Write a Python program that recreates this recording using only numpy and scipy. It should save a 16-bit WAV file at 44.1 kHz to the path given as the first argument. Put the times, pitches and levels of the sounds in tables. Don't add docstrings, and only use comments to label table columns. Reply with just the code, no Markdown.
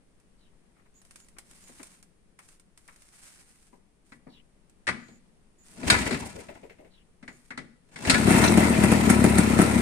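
import sys
import numpy as np
from scipy import signal
from scipy.fft import rfft, irfft, next_fast_len
from scipy.io import wavfile
from scipy.ndimage import uniform_filter1d

SR = 44100
rng = np.random.default_rng(int(sys.argv[2]) if len(sys.argv) > 2 else 0)


def bounce(signal):
    frames = np.transpose(np.atleast_2d(signal))
    limited = np.clip(frames, -1, 1)
    pcm = np.round(limited * 32767).astype(np.int16)
    wavfile.write(sys.argv[1], SR, pcm)


N = 432621
T = np.arange(N) / SR
TAIL = 32768


def undb(db):
    return 10 ** (np.asarray(db) / 20)


def unit(x):
    return x / np.sqrt(np.mean(x ** 2))


def unit_energy(h):
    return h / np.sqrt(np.sum(h ** 2) / 2)


def along(points, hz):
    f, value = np.transpose(points)
    return np.interp(np.log(np.maximum(hz, 1)), np.log(f), value)


def response(colour, size=4096):
    cepstrum = irfft(np.log(undb(along(colour, np.fft.rfftfreq(size, 1 / SR)))))
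    cepstrum[1:size // 2] *= 2
    cepstrum[size // 2 + 1:] = 0
    h = irfft(np.exp(rfft(cepstrum)))
    return h / np.sqrt(np.sum(h ** 2))


def ring(x, h):
    return signal.oaconvolve(np.atleast_2d(x), np.atleast_2d(h), axes=1)[:, :N]


# (frequency [Hz], likeness [0-1])
LIKENESS = [(100, 0.52), (280, .92), (600, 0.05), (1500, 0.1), (8000, 0.14)]

def noise(colour):
    hz = np.fft.rfftfreq(N, 1 / SR)
    alike = np.clip(along(LIKENESS, hz), 0, 1)
    mid, side = rfft(rng.standard_normal((2, N)))
    mid, side = mid * np.sqrt(1 + alike), side * np.sqrt(1 - alike)
    return unit(irfft(np.array([mid + side, mid - side]) * undb(along(colour, hz)), N))


def wander(per_s):
    return np.interp(T * per_s, np.arange(16384), 1.2 * rng.standard_normal(16384))


def pulses(times, sizes):
    return np.bincount(np.maximum(np.asarray(times) * SR, 0).astype(int), sizes, N)[:N]


def chance_pulses(per_s, spread_db, limit):
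    happens = rng.random(N) < per_s / SR
    return happens * undb(spread_db * np.minimum(rng.exponential(size=N), limit))


def fade(t60, size=TAIL):
    return np.exp(-np.log(1000) * T[:size] / t60)


def bursts(times, db, t60, tail_db, tail_t60, rise_s=0.0024):
    fall = fade(t60) + undb(tail_db) * fade(tail_t60)
    rise = 1 - fade(rise_s + 1 / SR)
    return ring(pulses(times, undb(db)), fall * rise)


def arches(rows, power=0.3):
    gain = np.zeros(N)
    for start, length_s, db in rows:
        inside = (T > start) & (T < start + length_s)
        gain[inside] += undb(db) * np.abs(np.sin(np.pi * (T[inside] - start) / length_s)) ** power
    return gain


def add_tuned_burst(out, time, envelope, hz, spread):
    edges = np.clip([hz / (1 + spread), hz * (1 + spread)], 20, SR / 3)
    bandpass = signal.butter(2, edges, "band", fs=SR, output="sos")
    burst = unit(signal.sosfilt(bandpass, rng.standard_normal((2, len(envelope))))) * envelope
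    start = int(time * SR)
    out[:, start:start + len(envelope)] += burst[:, :N - start]


def metal_ring(notes, spread=0.012, count=3):
    tones = 0
    for hz, db, t60 in notes * count:
        detuned = hz * (1 + spread * rng.uniform(-1, 1))
        cycles = detuned * T[:TAIL] + rng.random((2, 1))
        tones += undb(db) * fade(t60) * np.sin(2 * np.pi * cycles)
    return unit_energy(tones)


# (frequency [Hz], level [dB])
AIR_COLOUR = [(20, 1), (35, -4.5), (120, -15), (185, -7), (250, -14.5), (400, -16.5), (900, -26),
              (1400, -30), (2000, -29.5), (4000, -35.5), (7000, -37), (9500, -31), (11500, -44.5),
              (15000, -65.5)]

def outdoor_air(level_db=-61.5):
    return noise(AIR_COLOUR) * undb(level_db + wander(2))


# (time [s], length [s], level
# [dB])
RUBS = [(1.0, 0.37, -68), (1.44, 0.58, -57), (2.385, 0.2, -61), (2.76, 1.03, -62), (3.152, 0.27, -60.5),
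        (4.046, .14, -68.5), (5.63, 0.18, -57.5), (6.188, 0.024, -44), (6.246, 0.036, -44.5),
        (6.386, 0.03, -50), (7.242, 0.29, -66.5)]
# (time [s], level [dB])
TICKS = [(.1994, -58), (1.016, -48.5), (1.05, -49), (1.109, -43), (1.158, -39), (1.201, -47),
         (1.285, -48.5), (1.3847, -34), (1.511, -44.5), (1.678, -52), (1.83, -34.5), (1.9466, -62),
         (2.027, -45), (2.39, -43.5), (2.487, -45), (2.597, -49), (2.775, -44), (2.878, -45), (2.96, -47),
         (3.021, -47), (4.6964, -53.5)]
# (frequency [Hz], level [dB])
CLOTH_COLOUR = [(200, -5), (500, -6), (2200, -1), (3300, -6), (5000, -3.5), (7000, -2.5), (9000, 3),
                (10500, -3.5), (12000, -13.5), (15000, -17.5)]

def cloth_and_grip():
    rubbing = arches(RUBS, power=0.55)
    rustle = noise(CLOTH_COLOUR) * rubbing * undb(2 * wander(70) + 1.4 * wander(900))
    grit = noise(CLOTH_COLOUR) * ring(chance_pulses(38, spread_db=5, limit=2) * rubbing, fade(0.009))
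    times, db = np.transpose(TICKS)
    ticks = noise(CLOTH_COLOUR) * bursts(times, db - 6.5, t60=0.016, tail_db=-4, tail_t60=0.092)
    return rustle + grit + ticks


# (time [s], starting pitch [Hz], level [dB])
CHIRPS = [(.376, 4730, -68.5), (4.287, 4690, -58.5), (6.902, 4550, -63.5)]

def bird(length_s=0.13, fall_per_s=3.9, lower_voice=0.8, rasp_hz=800):
    calls = np.zeros(N)
    for start, hz, db in CHIRPS:
        age = np.clip(T - start, 0, length_s)
        phase = 2 * np.pi * np.cumsum(hz * np.exp(-fall_per_s * age)) / SR
        swell = np.sqrt(np.abs(np.sin(np.pi * age / length_s)))
        calls += undb(db - 1.5) * swell * (np.sin(phase) + 0.56 * np.sin(lower_voice * phase))
    rasp = unit(uniform_filter1d(rng.standard_normal(N), int(SR / rasp_hz)))
    smear = unit_energy(rng.standard_normal((2, TAIL)) * fade(0.031))
    return ring(calls * rasp, smear)


# (time [s], length [s], level [dB])
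SCRAPES = [(.755, 0.077, -70), (.855, .024, -69)]
# (time [s], level [dB], extra for the scuff [dB])
STEPS = [(1.365, -49, -2), (1.691, -37.5, -18), (1.796, -32, -11), (2.388, -60, 15), (2.884, -52, 8.5),
         (3.728, -36, -23), (4.266, -30, -36)]
# (frequency [Hz], level [dB])
SOLE_COLOUR = [(60, -27), (260, 7), (500, -2.5), (1000, -5.5), (2200, -48), (4000, -39), (12000, -54)]
# (frequency [Hz], level [dB])
SCUFF_COLOUR = [(200, -36.5), (600, -6.5), (1150, -0.5), (1600, -2.5), (2200, 0.5), (3200, -16.5),
                (10000, -27)]

def shoe():
    scrapes = noise(SCUFF_COLOUR) * arches(SCRAPES) * undb(5.7 * wander(130))
    times, db, scuff_db = np.transpose(STEPS)
    landing = bursts(times, db - 14, t60=0.094, tail_db=-10.5, tail_t60=0.33, rise_s=0.018)
    sliding = bursts(times, db + scuff_db - 5, t60=0.1, tail_db=-25, tail_t60=0.46, rise_s=0.011)
    return scrapes + noise(SOLE_COLOUR) * landing + noise(SCUFF_COLOUR) * sliding


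# (time [s], length [s], level [dB])
WHISTLES = [(.94, .075, -62.5), (1.185, .069, -63), (1.62, 0.095, -62), (5.0, 0.19, -66),
            (5.582, 0.066, -64.5), (7.28, 0.1, -67)]
# (frequency [Hz], level [dB])
WHISTLE_COLOUR = [(6200, -25), (6800, -1), (7020, -9), (7350, -12), (7900, -17), (8600, -31)]

def whistles():
    return noise(WHISTLE_COLOUR) * arches(WHISTLES)


# (time [s], level [dB], extra for the thud [dB], extra for the snap [dB], pitch [Hz])
LEVER_KNOCKS = [(4.12, -39.5, -10, -25, 1370), (4.269, -51, 4.5, -38, 1200),
                (4.869, -23.5, -18, -17.5, 1900), (4.876, -15.5, -21, -28, 1970),
                (4.887, -18.5, -13.5, -26, 1974), (5.083, -51, 4, -16, 890), (7.227, -41, -4, -23, 1390),
                (7.278, -33, -10.5, -23, 1843), (7.505, -28.5, -13, -27, 1650),
                (7.575, -28.5, -6.5, -18, 1584), (7.959, -34, -10, -14.5, 1820)]
# (pitch [Hz], level [dB], fade time [s])
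LEVER_NOTES = [(469, -4.5, .16), (1145, -6.5, .14), (1308, -10, .12), (1461, 0, .1), (1704, 8, 0.11),
               (2010, -3.5, .1), (1980, 8.5, 0.13), (2235, 1, .17), (2470, -1.5, .12)]
# (frequency [Hz], level [dB])
KNOCK_COLOUR = [(150, -21), (400, -10.5), (900, -2.5), (1450, 1), (2200, 5), (2900, -16), (4500, -18),
                (9500, -29), (14000, -61)]
# (frequency [Hz], level [dB])
SNAP_COLOUR = [(1000, -20.5), (2800, 1.5), (4400, 2.5), (6000, -5), (9200, -3.5), (10300, -14.5),
               (15000, -47.5)]

def kick_lever(bite_db=-6.5, ring_db=-18.5):
    times, db, thud_db, snap_db, pitches = np.transpose(LEVER_KNOCKS)
    shape = (fade(0.039) + undb(-29.5) * fade(0.36)) * (1 - fade(0.004))
    bites = np.zeros((2, N))
    for start, gain, hz in zip(times, undb(db), pitches):
        add_tuned_burst(bites, start, gain * shape, hz, spread=0.25)
    knock = bursts(times, db - 7.5, t60=0.087, tail_db=-20, tail_t60=0.29, rise_s=0.015)
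    snap = bursts(times, db + snap_db + 5.5, t60=0.099, tail_db=-32.5, tail_t60=1, rise_s=0.0035)
    contact = noise(KNOCK_COLOUR) * knock + noise(SNAP_COLOUR) * snap
    ringing = ring(bites, metal_ring(LEVER_NOTES))
    return undb(bite_db) * bites + undb(ring_db) * ringing + contact + frame_thud(times, db + thud_db)


# (frequency [Hz], level [dB])
THUMP_COLOUR = [(40, -27), (120, -9.5), (240, -3), (400, -12.5), (700, -16.5), (2000, -67.5)]
# (frequency [Hz], level [dB])
BOOM_COLOUR = [(45, -17.5), (90, -6.5), (138, 4.5), (185, -1.5), (240, 13), (290, -9), (420, -14),
               (1200, -49.5)]

def frame_thud(times, db, boom_lag_s=0.018):
    thump = bursts(times, db - 3.5, t60=0.085, tail_db=-6.5, tail_t60=0.35, rise_s=0.019)
    boom = bursts(times + boom_lag_s, db - 11, t60=0.45, tail_db=-17.5, tail_t60=0.28, rise_s=0.056)
    return noise(THUMP_COLOUR) * thump + noise(BOOM_COLOUR) * boom


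# (time [s], level [dB], extra for the thud [dB], extra for the crack [dB])
CLANKS = [(5.775, -55.5, 13.5, -10), (5.831, -30, 0, -19), (5.9, -8, -24, -6.5), (5.942, -14.5, -31, -43),
          (6.108, -22, -1.5, -16), (6.126, -28, -5.5, -12), (6.144, -30, -26, -15), (8.05, -24, -10, -17),
          (8.097, -11, -9, -3), (8.142, -14, -10.5, -15.5), (8.439, -14.5, 0, -24), (8.652, -21, -3, -34),
          (8.835, -22.5, 5, -32), (9.099, -26, 0, -10), (9.378, -28, -9, -5)]
# (pitch [Hz], level [dB], fade time [s])
CASE_NOTES = [(659, -4.5, .1), (984, -3.5, .14), (1327, -6, .2), (1454, -1, 0.16), (1719, -1.5, .11),
              (1834, -2.5, .12), (1986, -4.5, 0.18), (2124, -4, .14), (2400, -2, .18), (2640, -3.5, 0.14),
              (4500, -15.5, 0.13)]
# (frequency [Hz], level [dB])
CRACK_COLOUR = [(1000, -23.5), (2800, -6), (4400, 2.5), (5600, -7), (8300, -3.5), (10000, -9.5),
                (12000, -24.5), (15000, -34.5)]

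def gear_clanks():
    times, db, thud_db, crack_db = np.transpose(CLANKS)
    knock = noise(KNOCK_COLOUR)
    knock *= bursts(times, db - 4.5, t60=0.04, tail_db=-16, tail_t60=0.3, rise_s=0.006)
    crack = noise(CRACK_COLOUR)
    crack *= bursts(times, db + crack_db + 4, t60=0.069, tail_db=-28, tail_t60=0.72, rise_s=0.0035)
    ring_db = db - 6 + 0.42 * (db - db.max())
    push = rng.standard_normal(N) * bursts(times, ring_db, t60=0.086, tail_db=-34, tail_t60=0.62)
    blow = knock + cooling_fins(crack) + frame_thud(times, db + thud_db)
    return blow + ring(push, metal_ring(CASE_NOTES))


def cooling_fins(x, share=0.65, above_hz=2600, t60=0.04):
    echoes = rng.standard_normal((2, 2, 4096)) * fade(t60, size=4096)
    treble = signal.sosfilt(signal.butter(2, above_hz, "high", fs=SR, output="sos"), x)
    body = signal.sosfilt(signal.butter(2, above_hz, "low", fs=SR, output="sos"), x)
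    one, other = (ring(treble, unit_energy(echo)) for echo in echoes)
    blend = np.pi / 2 * wander(10)
    return body + share * (np.cos(blend) * one + np.sin(blend) * other - treble)


# (time of full speed [s], free spin [s], level [dB])
KICKS = [(5.883, 0.059, 3), (8.084, 0.0046, 5)]

def kick_spin(push_db_per_s=201.5, coast_db_per_s=48):
    gain = np.zeros(N)
    for time, free_s, db in KICKS:
        before_s = np.maximum(time - T, 0)
        after_s = np.maximum(T - time - free_s, 0)
        gain += undb(db - push_db_per_s * before_s - coast_db_per_s * after_s)
    return gain


# (frequency [Hz], level [dB])
RASP_COLOUR = [(150, -15), (280, 1), (480, -9), (700, -0.5), (950, 1.5), (1100, -5.5), (1500, -8.5),
               (2200, -3.5), (3100, -8), (6000, -9.5), (9000, -7.5), (11500, -21.5), (15000, -30.5)]

def cranking():
    kicked = kick_spin() * compression()
    load = kicked * undb(-38 + 3 * wander(110) + 1.5 * wander(600))
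    ringing = ring(rng.standard_normal(N) * load * undb(-7), metal_ring(CASE_NOTES))
    rasp = noise(RASP_COLOUR) * load
    rumble = noise(THUMP_COLOUR) * kicked * undb(-34)
    return rasp + ringing + rumble


# (time [s], chuff level [dB], swell time [s], clink level [dB], chuff pitch [Hz])
UNFIRED_STROKES = [(5.868, -32, 0.0062, -40.5, 400), (5.923, -30, 0.0082, -24, 645),
                   (5.964, -47, .01, -45, 604), (6.011, -46, 0.0082, -30, 650),
                   (6.062, -35, 0.02, -30, 510), (6.139, -37, 0.0053, -36, 480),
                   (6.221, -39.5, 0.01, -43.5, 880), (6.26, -42, 0.0064, -65, 720),
                   (6.351, -42, 0.018, -59, 480), (6.39, -53, 0.01, -50.5, 470),
                   (6.485, -41.5, 0.012, -46, 603), (6.553, -47, 0.0091, -55.5, 780),
                   (6.63, -46, 0.014, -55.5, 470), (6.695, -49, .009, -51, 477),
                   (6.785, -51.5, 0.018, -61, 577), (6.845, -57, 0.014, -61.5, 445),
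                   (8.074, -42, .0091, -28, 500), (8.135, -27.5, 0.008, -26, 493)]
# (frequency [Hz], level [dB])
GULP_COLOUR = [(20, -16), (40, -14.5), (68, 5), (100, -1.5), (240, -7.5), (400, -22.5), (1200, -47)]
# (frequency [Hz], level [dB])
HOLLOW_COLOUR = [(200, -2), (320, 7), (455, 5.5), (540, -2), (665, 6), (800, -7), (965, -2), (1100, -22),
                 (3000, -32)]
# (frequency [Hz], level [dB])
CLINK_COLOUR = [(1200, -11), (1700, -4), (2100, 1.5), (2900, -6), (3300, -13), (9000, -29.5), (12000, -34)]

def pumping(note_db=-3, air_db=-4):
    flow, notes = np.zeros(N), np.zeros((2, N))
    for time, db, swell_s, _, hz in UNFIRED_STROKES:
        age = T[:TAIL] / swell_s
        puff = undb(db) * age * np.exp(1 - age)
        start = int(time * SR)
        flow[start:start + TAIL] += puff
        add_tuned_burst(notes, time, puff, hz, spread=0.17)
    times, _, _, clink_db, _ = np.transpose(UNFIRED_STROKES)
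    clinks = noise(CLINK_COLOUR)
    clinks *= bursts(times, clink_db, t60=0.15, tail_db=-19, tail_t60=0.22, rise_s=0.009)
    gulp = response(GULP_COLOUR)
    gulp_sizes = undb(-21.5) * np.interp(times, T, kick_spin())
    gulps = ring(pulses(times, gulp_sizes), gulp / np.abs(gulp).max())
    chuffs = undb(air_db) * noise(HOLLOW_COLOUR) * flow + undb(note_db) * notes
    return gulps + chuffs + clinks


def compression(boost_db=1, lag_s=0.011, width_s=0.015):
    gap_s = np.min([np.abs(T - row[0] - lag_s) for row in UNFIRED_STROKES], axis=0)
    return undb(boost_db * np.exp(-(gap_s / width_s) ** 2))


RUN_FROM_S, RUN_TO_S = 8.06, 9.882

def running(onset_s=0.21, settle_db_per_s=1.5):
    age = T - RUN_FROM_S
    return np.clip(age / onset_s, 0, 1) * undb(-settle_db_per_s * (age - age[-1] / 2))


def pressure(build_s=0.3, build_db=9):
    return running() * undb(-build_db * np.clip(1 - (T - RUN_FROM_S) / build_s, 0, 1))


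# (time [s], pop level [dB], spit level [dB], bark level [dB])
FIRINGS = [(8.192, -17, -55, -33), (8.276, -8.5, -55, -24), (8.308, -3.5, -26, -29),
           (8.342, -7.5, -43, -42), (8.369, -18, -48, -24.5), (8.423, -11, -36, -34),
           (8.473, -15.5, -47, -34), (8.498, -13, -52, -35), (8.521, -22, -52, -43),
           (8.575, -3.5, -29, -23), (8.602, -12.5, -32, -29.5), (8.70, -32, -31.5, -50),
           (8.782, -21, -38, -48), (8.839, -4, -25, -27), (8.918, -4, -29, -22.5), (9.071, -37, -53, -28.5),
           (9.101, -7.5, -18.5, -37), (9.243, -4, -24.5, -20), (9.299, -34, -30.5, -55),
           (9.385, -5.5, -21.5, -23.5), (9.591, -2.5, -30, -18), (9.619, -11, -26.5, -32)]
# (frequency [Hz], level [dB])
PUFF_COLOUR = [(45, -56.5), (62, 1), (98, 0.5), (135, 3), (180, 0), (235, 10), (290, -11.5), (370, -4.5),
               (450, -19.5), (680, -21), (1500, -56.5)]
# (frequency [Hz], level [dB])
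POP_COLOUR = [(40, -20), (62, 1), (130, 2), (175, 12), (215, 3.5), (270, 14.5), (335, 4), (450, -11),
              (680, -5.5), (1100, -16.5), (2500, -14.5), (8000, -59)]
# (frequency [Hz], level [dB])
SPIT_COLOUR = [(400, -23), (2000, 3.5), (3200, -22), (6500, -10.5), (8800, 2.5), (10000, -1), (12000, -16),
               (15000, -19)]
STROKE_HZ = 36

def exhaust(strokes, scatter_db=1.8):
    puffs = through_pipe(strokes, scatter_db * rng.standard_normal(len(strokes)))
    idle = ring(puffs * pressure(), response(PUFF_COLOUR)) * np.sqrt(SR / STROKE_HZ) * undb(-25.5)
    times, pop_db, spit_db, bark_db = np.transpose(FIRINGS)
    pop = response(POP_COLOUR)
    pops = ring(through_pipe(times, pop_db - 1), pop / np.abs(pop).max())
    spit = noise(SPIT_COLOUR)
    spit *= bursts(times - 0.003, spit_db + 3.5, t60=0.038, tail_db=-8.5, tail_t60=0.12, rise_s=0.0043)
    bark = noise(HOLLOW_COLOUR) * bursts(times, bark_db, t60=0.22, tail_db=-33, tail_t60=0.31)
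    return idle + pops + cooling_fins(spit) + bark


def through_pipe(times, db, trip_s=0.0073, louder_db=3.5):
    return pulses(times, undb(db - louder_db)) - pulses(times + trip_s, undb(db))


def stroke_times(slowing=0.028):
    marks = [RUN_FROM_S] + [row[0] for row in FIRINGS] + [RUN_TO_S]
    times = []
    for start, end in zip(marks, marks[1:]):
        count = max(1, round((end - start) * STROKE_HZ))
        periods = (1 + slowing) ** np.arange(count)
        times += list(start + (end - start) * (np.cumsum(periods) - periods) / periods.sum())
    return np.array(times)


# (frequency [Hz], level [dB])
CLATTER_COLOUR = [(200, -22), (480, -5), (700, 1), (980, 3), (1130, -4.5), (1350, 1.5), (1600, -9),
                  (2050, 1), (2600, -10), (3100, -11), (6000, -13.5), (9000, -6), (11500, -20),
                  (14200, -20), (15500, -36.5)]
# (time [s], length [s], level [dB])
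JANGLES = [(8.436, 0.027, -28), (8.476, 0.015, -26.5)]
# (frequency [Hz], level [dB])
JANGLE_COLOUR = [(1500, -15), (3300, -8), (4160, 5), (4700, -15), (6150, 2), (7000, -20), (10500, -21),
                 (14000, -35)]

def clatter(strokes, clicks_per_s=100):
    stroke_count = np.interp(T, strokes, np.arange(len(strokes)))
    beat = np.cos(2 * np.pi * (stroke_count - 0.28))
    load = gear_load() * undb(-1.5 * beat)
    rattle = noise(CLATTER_COLOUR) * load * undb(2 * wander(500) + 1.24 * wander(70) - 1.5)
    rattle = cooling_fins(rattle)
    ringing = gear_slack() * load * undb(-5.5)
    jangle = noise(JANGLE_COLOUR) * arches(JANGLES) * undb(2 * wander(270))
    shake = noise(THUMP_COLOUR) * undb(-25 + 4 * beat) * pressure()
    impacts = chance_pulses(clicks_per_s, spread_db=-5.5, limit=3) * load * undb(-14.5)
    clicks = noise(CRACK_COLOUR) * ring(impacts, fade(0.049))
    return rattle + ringing + jangle + shake + clicks


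def gear_load(flare_db=6, flare_after_s=0.364, flare_width_s=0.05):
    flare = np.exp(-((T - RUN_FROM_S - flare_after_s) / flare_width_s) ** 2)
    times, pop_db, _, _ = np.transpose(FIRINGS)
    jolts = ring(pulses(times, undb(pop_db - 24)), fade(0.37))[0]
    return np.hypot(running() * undb(-30.5 + flare_db * flare), jolts)


def gear_slack(sharpness=22, waver_db=4.5):
    ringing = np.zeros((2, N))
    for hz, db, _ in CASE_NOTES:
        b, a = signal.iirpeak(hz, sharpness, fs=SR)
        push = rng.standard_normal((2, N)) * undb(db + waver_db * wander(35))
        ringing += signal.lfilter(b, a, push)
    return unit(ringing)


def scene(echo_db=-12.5):
    strokes = stroke_times()
    engine = exhaust(strokes) + pumping() + cranking() + clatter(strokes)
    near = engine + kick_lever() + gear_clanks() + cloth_and_grip() + shoe()
    walls = unit_energy(rng.standard_normal((2, TAIL)) * (fade(0.48) - fade(0.0057)))
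    return near + undb(echo_db) * ring(near, walls) + outdoor_air() + bird() + whistles()


# (frequency [Hz], left minus right [dB])
BALANCE = [(60, 3.94), (200, 5.93), (400, 3.36), (700, 4.18), (1300, 7.69), (2200, 4.92), (4400, -1),
           (8500, -4.5), (14000, -1)]

def record(dry, left_lag_s=0.00012, ceiling=0.9, top_hz=15400):
    size = next_fast_len(N + SR)
    hz = np.fft.rfftfreq(size, 1 / SR)
    lean = undb(along(BALANCE, hz) / 2)
    delay = np.exp(-2j * np.pi * hz * left_lag_s)
    heard = irfft(rfft(dry, size) * np.array([lean * delay, 1 / lean]), size)[:, :N]
    rounded = heard / (1 + (heard / ceiling) ** 4) ** 0.25
    return signal.sosfilt(signal.ellip(10, 0.2, 80, top_hz, fs=SR, output="sos"), rounded)


dry = scene()
out = record(dry)
bounce(out)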